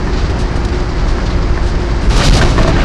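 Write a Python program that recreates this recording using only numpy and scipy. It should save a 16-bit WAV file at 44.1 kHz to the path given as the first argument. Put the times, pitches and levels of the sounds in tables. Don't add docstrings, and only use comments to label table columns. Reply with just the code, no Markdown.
import sys
import numpy as np
from scipy import signal
from scipy.fft import rfft, irfft
from scipy.io import wavfile
from scipy.ndimage import uniform_filter1d

SR = 44100
rng = np.random.default_rng(int(sys.argv[2]) if len(sys.argv) > 2 else 0)


def pcm_store(signal):
    levels = np.round(np.clip(np.atleast_2d(signal), -1, 1) * 32767)
    wavfile.write(sys.argv[1], SR, levels.astype(np.int16).T)


def invert_db(level):
    return 10 ** (np.asarray(level, dtype=float) / 20)


N = 125244


def rms_one(x):
    return x / np.sqrt(np.mean(x ** 2) + 1e-20)


def in_time(rows):
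    s, *columns = np.transpose(rows)
    return [np.interp(np.arange(N) / SR, s, c) for c in columns]


def drift(rate):
    r = np.exp(-80 * np.pi * rate / SR)
    slow = signal.lfilter([1], [1, -2 * r, r * r], rng.standard_normal(N // 40 + 2002))[2000:]
    slow = rms_one(slow - slow.mean())
    return np.interp(np.arange(N) / 40, np.arange(len(slow)), slow)


def ring(x, hz, t60):
    r = invert_db(-60 / (t60 * SR))
    w = 2 * np.pi * hz / SR
    return signal.lfilter([0, np.sin(w)], [1, -2 * r * np.cos(w), r * r], x + 1e-18)


def hum(modes):
    out = 0
    for hz, width, db in modes:
        noise = rng.standard_normal(N + SR)
        out = out + invert_db(db) * rms_one(ring(noise, hz, 2.7 / width)[SR:])
    return out


def burst(s, length, attack):
    u = np.maximum(np.arange(N) / SR - s, 0) / length
    return 1.33 * (1 - np.exp(-u / attack)) * np.exp(-u ** 2)


def coloured(x, spectrum, patchy_db):
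    hz = np.fft.rfftfreq(N, 1 / SR) + 1
    table_hz, table_db = np.transpose(spectrum)
    shaped = rfft(x) * invert_db(np.interp(np.log(hz), np.log(table_hz), table_db, left=-90, right=-90))
    out, together = 0, drift(7.4)
    for octave in range(4, 15):
        share = np.cos(np.pi / 2 * np.clip(np.log2(hz) - octave, -1, 1)) ** 2
        flicker_db = patchy_db * (1.13 * together + drift(24))
        out = out + irfft(shaped * share, N) * invert_db(flicker_db)
    return rms_one(out)


# (time [s], level [dB])
GROUND = [
    (0.0, -20),
    (0.8, -20),
    (0.86, -23),
    (0.97, -20.5),
    (1.98, -21),
    (2.33, -11),
    (2.56, -17),
    (2.58, -11),
    (2.84, -18),
]
# (frequency [Hz], level [dB per Hz])
ROAR = [(8.8, -32), (15, -2), (43, -1), (64, -5.5), (213, -13.5), (356, -14), (461, -21), (1810, -30),
        (2500, -35), (3250, -39.5), (5500, -120)]
# (frequency [Hz], width [Hz], level [dB])
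CAB = [(22.24, 7.6, 2), (29.8, 9.7, -1), (36.4, 5.8, -0.5), (44.2, 18, 0.5), (80.2, 14, -5.5),
       (90.3, 24.5, -3)]


def road(turn):
    boom_db, boom_follows = -17, 0.28
    roar_trim_db, clatter_depth = -0.5, 0.056
    ground_db, = in_time(GROUND)
    boom = invert_db(boom_db + boom_follows * (ground_db - ground_db.min())) * rms_one(hum(CAB))
    roar = coloured(rng.standard_normal(N), [(hz, db) for hz, db in ROAR if hz > 40], patchy_db=-0.5)
    roar = signal.sosfilt(signal.butter(2, 70, "high", fs=SR, output="sos"), roar)
    throb = 1 + clatter_depth * np.sin(turn)
    return boom + invert_db(ground_db + roar_trim_db) * rms_one(roar) * throb


# (time [s], rate [Hz])
FIRING = [(0, 58.28), (1.4, 56.46), (2.84, 56.22)]
# (multiple of firing rate, level [dB])
ENGINE_ORDERS = [(1, -19.5), (.667, -26), (1.333, -31), (1.667, -35.5), (2, -36.5)]
# (time [s], pitch [Hz])
WHINE = [(0, 362.4), (1.4, 353.8), (2.1, 347.4), (2.84, 342)]


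def engine():
    firing_waver_db = 0.5
    whine_db, whine_half_db, whine_waver_db = -30, -38, 1.7
    turn = 2 * np.pi * np.cumsum(in_time(FIRING)[0] * (1 + 0.007 * drift(2.54))) / SR
    out = 0
    for order, db in ENGINE_ORDERS:
        level = invert_db(db + firing_waver_db * drift(5.9))
        out = out + level * np.sin(order * turn + rng.uniform(0, 6.48))
    gear = 2 * np.pi * np.cumsum(in_time(WHINE)[0] * (1 + 0.0015 * drift(6))) / SR
    out = out + invert_db(whine_db + whine_waver_db * drift(6.2)) * np.sin(gear)
    out = out + invert_db(whine_half_db + whine_waver_db * drift(3.3)) * np.sin(gear / 2)
    return np.sqrt(2) * out, turn


# (frequency [Hz], width [Hz], level [dB])
SHUDDER = [(108.4, 16, -34), (149.2, 29, -35.5), (171.6, 14.7, -35.5)]


def shudder():
    ground_db, = in_time(GROUND)
    follows = 1.36
    return invert_db(follows * (ground_db - ground_db.min())) * hum(SHUDDER)


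# (time [s], peak [dB], tilt [dB per octave])
KNOCKS = [(0.074, -27, 3), (1.184, -22, -1), (1.576, -18, 0), (1.989, -33, -5), (2.415, -18, 4),
          (2.424, -18, 5), (2.58, -15, -11), (2.59, -12.5, -10), (2.648, -18, -16), (2.678, -15, -7),
          (2.766, -21.5, 5.5)]
# (frequency [Hz], level [dB], t60 [s])
MOUNT = [(350, -9.5, 0.024), (653, -1.5, 0.14), (970, -7, 0.013), (1085, 6, 0.025), (1280, -1, 0.031),
         (1560, 5, 0.023), (1780, 1.5, 0.065), (2110, -15, 0.037)]


def knocks():
    s, db, tilt_db = np.transpose(KNOCKS)
    chance_db = rng.normal(0, 4.2, (len(s), len(MOUNT)))
    out = 0
    for k, (hz, level_db, t60) in enumerate(MOUNT):
        clicks = np.zeros(N)
        strength_db = db + level_db - 4 + tilt_db * np.log2(hz / 1000) + chance_db[:, k]
        clicks[(s * SR).astype(int)] = invert_db(strength_db)
        out = out + ring(clicks, hz, t60)
    return out


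# (time of the main upward swing [s], peak [dB], pitch [Hz], t60 [s])
THUMPS = [(2.075, -4, 50, .06), (2.095, 1, 50, .07), (2.175, -7, 25, .06), (2.145, -11, 110, .15),
          (2.152, -10, 40, .12), (2.268, -10, 140, .1), (2.305, 4, 40, .19), (2.331, -7, 115, .2),
          (2.446, -2, 33, .15), (2.485, -8, 40, .15), (2.6, -9, 36, .12), (2.63, -4, 33, .22),
          (2.68, -6, 30, .15), (2.812, -4, 32, .12)]


def thumps():
    rise_s = 0.014
    out = 0
    for s, db, hz, t60 in THUMPS:
        u = np.arange(N) / SR - s
        swell = np.exp(-(np.minimum(u, 0) / rise_s) ** 2)
        decay = invert_db(-60 * np.maximum(u, 0) / t60)
        out = out + invert_db(db) * decay * swell * np.cos(2 * np.pi * hz * u)
    return out


def grit():
    stones_per_s, spread_db = 2500, 1
    sizes = invert_db(spread_db * np.minimum(rng.exponential(1, N), 5)) * rng.choice([-1, 1], N)
    stones = rms_one(sizes * (rng.random(N) < stones_per_s / SR))
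    return stones + rng.standard_normal(N)


SCRAPE_ATTACK_SHARE = 0.51

# (time [s], length [s], frequency [Hz], width [Hz], level [dB])
SQUEAL = [
    (4.3, 0.062, 3250, 40, -27),
    (2.715, 0.12, 1600, 56, -26.5),
    (2.4, .022, 5800, 700, -29.5),
    (2.215, .035, 4700, 900, -26),
    (2.258, 0.016, 3800, 500, -26),
    (2.258, .008, 5200, 600, -29),
    (2.332, .025, 4400, 600, -24),
    (1.3, 0.018, 4000, 800, -25),
]


def squeals():
    out = 0
    for s, length, *mode in SQUEAL:
        out = out + burst(s, length, SCRAPE_ATTACK_SHARE) * hum([mode])
    return out


# (frequency [Hz], level [dB per Hz])
HISS = [(290, 1), (500, -2), (931, -3), (1050, -3), (2140, -10), (2610, -18.5), (4790, -13), (11300, -40),
        (11800, -100), (15300, -122), (22000, -120)]
# (time [s], scrape [dB], deep share [dB], airy top [dB])
BUCK = [
    (2.09, -46, -7, 10),
    (2.105, -26, 3, 5.5),
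    (2.3, -25.5, -0.5, 3.5),
    (2.46, -26, 7, 4),
    (2.55, -32, -5, 5.5),
    (2.84, -28.5, 12, -6.5),
]
# (time [s], level [dB], airy top [dB], length [s])
CATCHES = [(0.13, -31, -12, 0.022), (0.16, -31.5, -9, 0.081), (0.242, -38.5, -1, 0.036),
           (0.295, -33, 4, 0.017), (0.384, -34.5, 9.5, 0.047), (0.476, -48, 0, 0.0083),
           (0.557, -34.5, 11.5, 0.017), (0.648, -27, 7.5, 0.0083), (0.686, -30, 1, 0.011),
           (0.717, -34, -2, 0.072), (0.8, -36, 0, .01), (0.977, -34, -16, 0.042), (1.077, -33, 5.5, 0.04),
           (1.258, -28, -3.5, 0.021), (1.322, -35.5, -1, 0.023), (1.425, -35, -3, 0.02),
           (1.627, -37, 3, 0.03), (1.659, -33.5, 5, 0.054), (1.749, -32.5, -6, 0.013),
           (1.893, -36.5, -3, 0.037), (2.009, -37, 8, 0.065)]
# (time [s], bright [dB], airy top [dB], deep [dB], length [s])
SCRAPES = [(2.084, -40, -7, -31, 0.021), (2.159, -25, 13.5, -29, 0.029), (2.197, -25, -4, -12.5, 0.037),
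           (2.229, -19, 8, -37, 0.057), (2.326, -17, 4.5, -35, 0.034), (2.362, -25.5, 15, -21, 0.022),
           (2.409, -20.5, 0, -13, 0.03), (2.487, -34.5, 2, -28, 0.028), (2.57, -30, -3, -19, 0.046),
           (2.625, -21.5, -1, -20, 0.011), (2.674, -26.5, 10, -12.5, 0.021), (2.762, -43, 2, -23.5, 0.038),
           (2.803, -31.5, -9, -21, 0.015)]
# (frequency [Hz], level [dB per Hz])
BRIGHT = [(1180, 0.5), (2000, -8), (2120, -3), (2860, -0.5), (3360, -1.5), (3870, 1.5), (5740, -4.5),
          (11800, -28.5), (15300, -55), (22000, -120)]
# (frequency [Hz], level [dB per Hz])
DEEP = [(60, -22), (110, -1), (170, -4), (280, -7), (360, -11), (650, -9), (1300, -14), (3000, -22),
        (4200, -50)]


def blade():
    hiss_db, air_hz, catch_attack_share = -27.5, 7000, 0.13
    scrape_db, deep_db, air_db = in_time(BUCK)
    bucking = (np.arange(N) / SR > BUCK[0][0]) * invert_db(scrape_db)
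    bright, airy, deep = bucking, bucking * invert_db(air_db), bucking * invert_db(deep_db)
    for s, db, top_db, length in CATCHES:
        shape = invert_db(db) * burst(s, length, catch_attack_share)
        bright = bright + shape
        airy = airy + invert_db(top_db) * shape
    for s, db, top_db, low_db, length in SCRAPES:
        shape = burst(s, length, SCRAPE_ATTACK_SHARE)
        bright = bright + invert_db(db) * shape
        airy = airy + invert_db(db + top_db) * shape
        deep = deep + invert_db(low_db) * shape
    steel = coloured(grit(), BRIGHT, patchy_db=0.5)
    body = signal.sosfiltfilt(signal.butter(2, air_hz, fs=SR, output="sos"), steel)
    hiss = invert_db(hiss_db) * coloured(grit(), HISS, patchy_db=0.5)
    rumble = coloured(grit(), DEEP, patchy_db=1.5)
    return hiss + bright * body + airy * (steel - body) + deep * rumble


def scene():
    drone, turn = engine()
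    return (road(turn) + drone + shudder() + knocks() + thumps() + squeals() + blade())[None]


TOP_HZ = 11900


def thin_treble(x):
    gate_hz, gate_db, gate_follows = 6000, -18.5, 0.68
    hz, _, z = signal.stft(x, SR, "cosine", nperseg=2048, noverlap=1024)
    power = uniform_filter1d(np.abs(z) ** 2, size=2, axis=0)
    mid_db = 10 * np.log10(power[(hz > 3500) & (hz < 6000)].mean(axis=0))
    usual_db = np.median(mid_db)
    least = invert_db(usual_db + gate_db + gate_follows * (mid_db - usual_db)) ** 2
    hz = hz[:, None]
    keep = ((hz < gate_hz) | (power > least)) & (hz < TOP_HZ) & (hz > 0)
    return signal.istft(z * keep, SR, "cosine", nperseg=2048, noverlap=1024)[1][:N]


def overload(x):
    ceiling, knee = 0.68, 16
    leak, fizz_cut = 0.03, 0.45
    x = leak * x + x / (1 + np.abs(x / ceiling) ** knee) ** (1 / knee)
    fizz = signal.sosfiltfilt(signal.butter(8, TOP_HZ, "high", fs=SR, output="sos"), x)
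    return x - fizz_cut * fizz


def band_limit(x):
    return signal.sosfilt(signal.butter(12, 15900, fs=SR, output="sos"), x)


def record(dry):
    mix = overload(thin_treble(dry[0])[None])
    return band_limit(mix)


dry = scene()
out = record(dry)
pcm_store(out)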